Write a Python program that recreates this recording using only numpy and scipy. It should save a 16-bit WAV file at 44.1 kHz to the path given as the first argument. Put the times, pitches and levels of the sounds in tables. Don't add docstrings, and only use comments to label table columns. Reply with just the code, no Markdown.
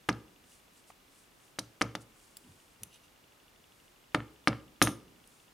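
import sys
import numpy as np
from scipy import signal
from scipy.fft import rfft, irfft, next_fast_len
from scipy.io import wavfile
from scipy.ndimage import uniform_filter1d

SR = 44100
rng = np.random.default_rng(int(sys.argv[2]) if len(sys.argv) > 2 else 0)


def to_wav(sig):
    pcm = np.clip(np.atleast_2d(sig), -1, 1) * 32767
    pcm = np.round(pcm).astype(np.int16)
    wavfile.write(sys.argv[1], SR, pcm.T)


N = 244088
TIME_S = np.arange(N) / SR
RING = SR // 2
AGE_S = TIME_S[:RING]
HZ = np.fft.rfftfreq(RING, 1 / SR)

# (time [s], strength [dB], spot liveliness [dB], edge lead [s; 0 = flat],
# rebound [dB], pin flight [s], pin level [dB], pin pitch [Hz], pin spread [octaves])
KNOCKS = [(0.0910, -8, -1.5, 0.00254, -40.5, .0042, -29, 5600, 0.154),
          (1.5876, -22.5, 0, 0, -45, .0031, -18.5, 5000, 0.71),
          (1.8159, -8.5, -.5, 0.00398, -47.5, .0044, -21, 5620, 0.364),
          (1.9522, -22, 1, 0, -42, .0007, -28, 3950, 0.583),
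          (4.1480, -7.5, -1, 0.00225, -21.5, .004, -43, 5000, .4),
          (4.474, -5, 0.5, 0, -21.5, .0065, -20, 4720, 0.33),
          (4.8169, -3.5, 2, 0, -9.5, .0068, -11, 5400, .5)]
# (frequency [Hz], level [dB])
THUD_SPECTRUM = [(25, -27), (70, 2), (250, 8), (700, 4.5), (2200, -0.5), (2500, -15.5), (2900, 0),
                 (3500, -11), (4500, -21), (6300, -16.5), (7500, -21.5), (10000, -24.5), (16000, -51)]
# (frequency [Hz], width [Hz], level [dB])
CLACK_MODES = [(1232.1, 250, 2), (1670, 290, -2), (2074, 110, -5), (2800, 890, -14)]
# (frequency [Hz], level [dB], t60 [s], rise [s])
BENCH_MODES = [(63.7, -39.5, 0.54, 0.0043), (115, -6, 0.1769, 0.055), (139.8, -32.5, 0.28, 0.0069),
               (191.32, -19, 0.11, 0.0037), (218.12, -31, 0.23, 0.0014), (232.47, -22.5, 0.1476, 0.0027),
               (285.7, -23.5, 0.18, 0.0011), (304.08, -16.5, 0.1162, 0.0039), (337.8, -41.5, 0.36, 0.0053),
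               (531.6, -26, 0.09, 0.00053), (611.9, -36.5, 0.17, .001), (723, -19.5, 0.032, 0.00071),
               (1197, -23.5, 0.059, 0.00092), (1360, -39, 0.23, 0.00082)]
# (frequency [Hz], level [dB])
CLUTTER_SPECTRUM = [(50, -19.5), (150, -4), (290, -3), (400, -6), (550, -6.5), (950, -9), (1300, -14),
                    (2100, -8), (2500, -9), (3200, -15.5), (5000, -21), (8000, -34.5), (11000, -34.5),
                    (16000, -54)]
# (frequency [Hz], t60 [s])
CLUTTER_DECAY = [(100, .2), (500, 0.18), (2000, 0.049), (10000, 0.068)]
# (frequency [Hz], width [Hz], level [dB])
BRASS_MODES = [(3650, 870, -4.5), (5143, 350, -7), (5880, 400, -5.5), (6364, 160, 1), (8860, 200, -11),
               (9380, 510, 1.5), (9694, 240, -2), (10660, 320, -1.5), (11500, 180, -11.5),
               (12800, 690, -13), (14780, 400, -12.5)]
# (time [s], level [dB], pitch [Hz], spread [octaves])
PIN_SETTLES = [(0.127, -42.5, 4470, 0.28), (4.8775, -27.5, 4200, 0.69), (5.275, -44.5, 10000, 0.965)]
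# (frequency [Hz], width [Hz], level [dB])
TWEEZER_MODES = [(2073, 100, -5), (3470, 170, -2), (4500, 360, -7.5), (4900, 340, 2), (7600, 256, 2),
                 (10000, 500, 3.5), (13000, 790, -1), (15300, 1130, 2)]
# (frequency [Hz], width [Hz], level [dB])
HOUSING_MODES = [(2840, 320, 0), (3700, 194, -7.5), (5340, 180, -10), (6150, 168, 0), (7150, 255, -10.5),
                 (7720, 220, -3), (9015, 310, -3), (10000, 510, 4), (10860, 280, 0), (13150, 370, -6),
                 (14360, 330, -17)]
# (time of peak pressure [s], level [dB])
BORE_STROKES = [(2.957, -57), (3.053, -65.5)]
# (time [s], level [dB], half length [s])
FINGER_RUBS = [(0.528, -63.5, 0.0474), (0.777, -66, 0.0336), (0.892, -63.5, 0.0184), (1.182, -66.5, 0.058),
               (1.452, -69, 0.054), (2.018, -59.5, 0.0096), (2.222, -68.5, 0.0675), (2.526, -70, 0.18),
               (3.82, -74.5, 0.122), (5.355, -69.5, 0.0983)]
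# (frequency [Hz], level [dB])
SKIN_SPECTRUM = [(1500, -17), (4000, -6.5), (7000, -2.5), (9500, 0), (12000, -11.5), (16000, -19.5)]
# (time [s], level [dB], pitch [Hz], length [s], spread [octaves])
HAND_BUMPS = [(.9008, -43.5, 1001, 0.0069, 0.42), (2.408, -63.5, 269, 0.16, 0.48),
              (2.463, -61, 115, 0.112, 0.417), (2.803, -55.5, 115, 0.0895, 0.69)]
# (frequency [Hz], level [dB])
ROOM_SPECTRUM = [(40, -4.5), (130, -8), (230, -1), (305, -4.5), (400, 2.5), (700, -6), (1400, 3.5),
                 (4000, -2.5), (6000, -2), (14000, 2.5)]
# (frequency [Hz], t60 [s])
ROOM_DECAY = [(100, 0.93), (300, 0.882), (700, 0.66), (1500, 0.2775), (5000, 0.41), (12000, 0.25)]
# (frequency [Hz], level [dB])
PIP_PARTIALS = [(2850, -60.5), (3450, -62.5)]
# (time [s], gain [dB])
PIP_SWELL = [(0, 0), (2.9, -2.5), (3.4, 2.5), (4.2, 2), (5.5, 1)]
# (frequency [Hz], level [dB])
HISS_SPECTRUM = [(18, -33.5), (30, -4), (52, -5.5), (71, -7), (266, -5.5), (384, -7), (554, -9),
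                 (760, -9.5), (1250, -10), (1810, -13.5), (2410, -13), (2750, -14), (4420, -18),
                 (14800, -24.5), (16000, -32)]
# (frequency [Hz], correlation [0-1])
HISS_CORRELATION = [(60, 1), (240, 0.62), (950, 0.018), (3770, 0.42), (15000, 1)]
# (frequency [Hz], side re mid [dB])
STEREO_WIDTH = [(100, -56.5), (250, -34.5), (500, -9.5), (1100, -15.5), (2200, -13), (5000, -9),
                (13000, -15)]
# (frequency [Hz], left minus right [dB])
STEREO_BALANCE = [(150, -1), (280, -0.5), (550, 0.48), (2000, 0.92), (4500, 0), (9000, 1.18), (13000, 0.5)]

THUD_DB, THUD_SLOPE = -9.5, 0.5956
CLACK_DB, CLACK_SLOPE = -1.5, 1.278
REBOUND_S, REBOUND_HZ = 0.0559, 3620
TOUCH_DB, TOUCH_HZ, TOUCH_OCTAVES = -23.5, 8740, 0.4
STROKE_RISE_S, STROKE_FALL_S = 0.028, 0.0123


def knocks(spring_hz=1700, mat_hz=3000, clutter_db=5, clutter_rise_s=0.00033, edge_db=-1.5):
    recoil = (spring_hz - 1j * HZ) / (spring_hz + 1j * HZ)
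    thud = peaked(irfft(-causal(along(THUD_SPECTRUM, HZ)) * recoil))
    clack = peaked(irfft(-resonances(CLACK_MODES, HZ) * recoil * lowpass(mat_hz, order=2)))
    modes = np.array([-decay(t60_s, db) * onset(rise_s) ** 2 * np.cos(2 * np.pi * hz * AGE_S)
                      for hz, db, t60_s, rise_s in BENCH_MODES])

    def clutter():
        return amp(clutter_db) * tail(CLUTTER_SPECTRUM, CLUTTER_DECAY) * onset(clutter_rise_s)

    def blow(db, push, lively_db):
        snap = amp(CLACK_DB + CLACK_SLOPE * db)
        boom = amp(rng.standard_normal(len(modes))) @ modes
        bench = amp(db) * boom + np.hypot(push, snap) * clutter()
        return push * thud + snap * clack + amp(lively_db) * bench

    track = np.zeros(N)
    for s, db, lively_db, lead_s, rebound_db, *_ in KNOCKS:
        push = amp(THUD_DB + THUD_SLOPE * db)
        add(track, s, blow(db, push, lively_db))
        rebound = irfft(rfft(blow(db, push, lively_db)) * lowpass(REBOUND_HZ, order=2))
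        add(track, s + REBOUND_S, amp(rebound_db) * rebound)
        if lead_s > 0:
            add(track, s - lead_s, amp(edge_db) * push * (thud + clutter()))
    return track


def pin_strikes(count=3, bounce_s=0.0045, loss_db=12):
    strikes = list(PIN_SETTLES)
    for s, db, _, lead_s, _, flight_s, pin_db, pin_hz, octaves in KNOCKS:
        strikes.append((s - lead_s, db + TOUCH_DB, TOUCH_HZ, TOUCH_OCTAVES))
        for k in range(count):
            strikes.append((s + flight_s + k * bounce_s, pin_db - k * loss_db, pin_hz, octaves))
    return strikes


def pin_clinks(ring_db=3, contact_hz=12500):
    track = np.zeros(N)
    body = (1 + amp(ring_db) * resonances(BRASS_MODES, HZ)) * lowpass(contact_hz, order=6)
    for s, db, strike_hz, octaves in pin_strikes():
        strike = rfft(chatter(t60_s=0.018, spray_gain=1.326)) * causal(hump_db(HZ, strike_hz, octaves))
        add(track, s, amp(db) * peaked(irfft(strike * body)))
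    return track


def pin_rattle(flight_s=0.0075, contacts_per_s=9000, contact_hz=12500):
    track = np.zeros(N)
    knock_s = max(KNOCKS, key=lambda knock: knock[1])[0]
    contacts = (rng.random(RING) < contacts_per_s / SR) * rng.standard_normal(RING)
    ring = unit(irfft(rfft(contacts) * resonances(BRASS_MODES, HZ) * lowpass(contact_hz, order=8)))
    crash = decay(t60_s=0.0154, db=-18)
    settle = decay(t60_s=0.221, db=-29)
    add(track, knock_s + flight_s, (crash + settle) * ring)
    return track


def tweezers(drag_hz=4300, rasp_db=-17, damping_ratio=0.57, bore_hz=2820, bore_width_hz=110, bore_db=3):
    track = np.zeros(N)
    add(track, 2.3697, steel_tick(TWEEZER_MODES, db=-28.5))
    add(track, 2.8335, steel_tick(HOUSING_MODES, db=-23.5))
    modes = [(hz, width_hz * damping_ratio, db) for hz, width_hz, db in HOUSING_MODES]
    modes.append((bore_hz, bore_width_hz, bore_db))
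    colour = lambda hz: (resonances(modes, hz) + amp(rasp_db)) * amp(hump_db(hz, drag_hz, octaves=0.68))
    scrape = unit(grit(depth_db=2.5, samples=90) * noise(colour))
    pressure = sum(amp(db) * swell(s, STROKE_RISE_S, STROKE_FALL_S) for s, db in BORE_STROKES)
    return track + pressure * scrape


def steel_tick(modes, db, crack_db=-12):
    body = amp(crack_db + hump_db(HZ, 6100, octaves=1.57)) + resonances(modes, HZ)
    contact = rfft(chatter(t60_s=0.0183, spray_gain=1.57))
    return amp(db) * peaked(irfft(contact * body))


def hands():
    pressure = sum(amp(db) * swell(s, half_s, half_s) for s, db, half_s in FINGER_RUBS)
    friction = grit(depth_db=1.5, samples=130) * noise(lambda hz: amp(along(SKIN_SPECTRUM, hz)))
    track = pressure * unit(friction)
    for s, db, bump_hz, length_s, octaves in HAND_BUMPS:
        progress = AGE_S / (length_s / 4)
        bump = noise(lambda hz: amp(hump_db(hz, bump_hz, octaves)), samples=RING)
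        add(track, s, amp(db) * progress * np.exp(1 - progress) * bump)
    return track


def nearby_reflections(x, t60_s=0.0065):
    echoes = rng.standard_normal(RING) * AGE_S * decay(t60_s)
    side = signal.fftconvolve(x, echoes / np.linalg.norm(echoes))[:N]
    return filtered(side, lambda hz: amp(along(STEREO_WIDTH, hz)))


def room(x, wet_db=-17, side_db=-11, delay_s=0.0046):
    late = np.pad(x, (round(delay_s * SR), 0))
    mid, side = [signal.fftconvolve(late, tail(ROOM_SPECTRUM, ROOM_DECAY))[:N] for _ in range(2)]
    return amp(wet_db) * np.array([mid + amp(side_db) * side, mid - amp(side_db) * side])


def electrical_pips(period_s=0.04, first_s=0.002, sigma_s=0.0011, weak_db=-8, scatter_db=1.5):
    pip = np.round(TIME_S / period_s).astype(int)
    count = pip[-1] + 1
    offset_s = TIME_S - pip * period_s - first_s
    gains = amp(scatter_db * rng.standard_normal((count, len(PIP_PARTIALS))))[pip].T
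    tone = np.zeros(N)
    for (hz, db), gain in zip(PIP_PARTIALS, gains):
        phase = rng.uniform(0, 2 * np.pi, count)[pip]
        tone += amp(db) * gain * np.cos(2 * np.pi * hz * offset_s + phase)
    level_db = np.interp(TIME_S, *np.transpose(PIP_SWELL)) + weak_db * (pip % 2 == 0)
    return amp(level_db) * np.exp(-0.5 * (offset_s / sigma_s) ** 2) * tone


def hiss(db=-63):
    def colour(hz):
        angle = np.arccos(np.clip(along(HISS_CORRELATION, hz), 0, 1)) / 2
        return amp(along(HISS_SPECTRUM, hz)) * np.array([np.cos(angle), np.sin(angle)])

    mid, side = filtered(rng.standard_normal((2, N)), colour)
    return amp(db) * unit(np.array([mid + side, mid - side]))


def chatter(t60_s, spray_gain):
    spray = rng.standard_normal(RING) * decay(t60_s)
    return signal.unit_impulse(RING) + spray_gain * spray / np.linalg.norm(spray)


def grit(depth_db, samples):
    return amp(depth_db * unit(uniform_filter1d(rng.standard_normal(N), size=samples)))


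def tail(spectrum, t60_points):
    hz, age_s, bins = signal.stft(rng.standard_normal(RING), SR, nperseg=256)
    fade = amp(-60 * age_s / along(t60_points, hz)[:, None])
    ring = signal.istft(bins * fade, SR, nperseg=256)[1][:RING]
    ring = irfft(rfft(ring) * causal(along(spectrum, HZ)))
    return ring / np.linalg.norm(ring)


def noise(response, samples=N):
    return unit(filtered(rng.standard_normal(samples), response))


def decay(t60_s, db=0):
    return amp(db - 60 * AGE_S / t60_s)


def onset(rise_s):
    return 1 - np.exp(-AGE_S / rise_s)


def swell(s, rise_s, fall_s):
    return np.exp(-0.5 * ((TIME_S - s) / np.where(TIME_S < s, rise_s, fall_s)) ** 2)


def resonances(modes, hz):
    return sum(amp(db) * 1j * hz * width_hz / (mode_hz ** 2 - hz ** 2 + 1j * hz * width_hz)
               for mode_hz, width_hz, db in modes)


def hump_db(hz, centre_hz, octaves):
    return -20 * np.log10(1 + (np.log2((hz + 1) / centre_hz) / octaves) ** 2)


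def lowpass(edge_hz, order):
    return causal(-10 * np.log10(1 + (HZ / edge_hz) ** (2 * order)))


def causal(db):
    cepstrum = irfft(np.log(amp(db) + 1e-6))
    cepstrum[1:RING // 2] *= 2
    cepstrum[RING // 2 + 1:] = 0
    return np.exp(rfft(cepstrum))


def filtered(x, response):
    samples = x.shape[-1]
    padded = next_fast_len(samples + SR // 4)
    return irfft(rfft(x, padded) * response(np.fft.rfftfreq(padded, 1 / SR)), padded)[..., :samples]


def along(points, hz):
    point_hz, values = np.transpose(points)
    return np.interp(np.log(hz + 1), np.log(point_hz + 1), values)


def add(track, s, sound):
    start = round(s * SR)
    track[..., start:start + sound.shape[-1]] += sound[..., :N - start]


def amp(db):
    return 10 ** (np.asarray(db) / 20)


def unit(x):
    return x / np.sqrt(np.mean(x ** 2) + 1e-20)


def peaked(x):
    return x / np.abs(x).max()


def scene():
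    work = knocks() + pin_clinks() + pin_rattle() + tweezers() + hands()
    sign = np.array([[1], [-1]])
    pair = work + sign * nearby_reflections(work) + room(work)
    balanced = filtered(pair, lambda hz: amp(sign * along(STEREO_BALANCE, hz) / 2))
    return balanced + hiss() + electrical_pips()


def record(dry):
    return filtered(dry, lambda hz: 1 / np.sqrt(1 + (hz / 16000) ** 120))


dry = scene()
out = record(dry)
to_wav(out)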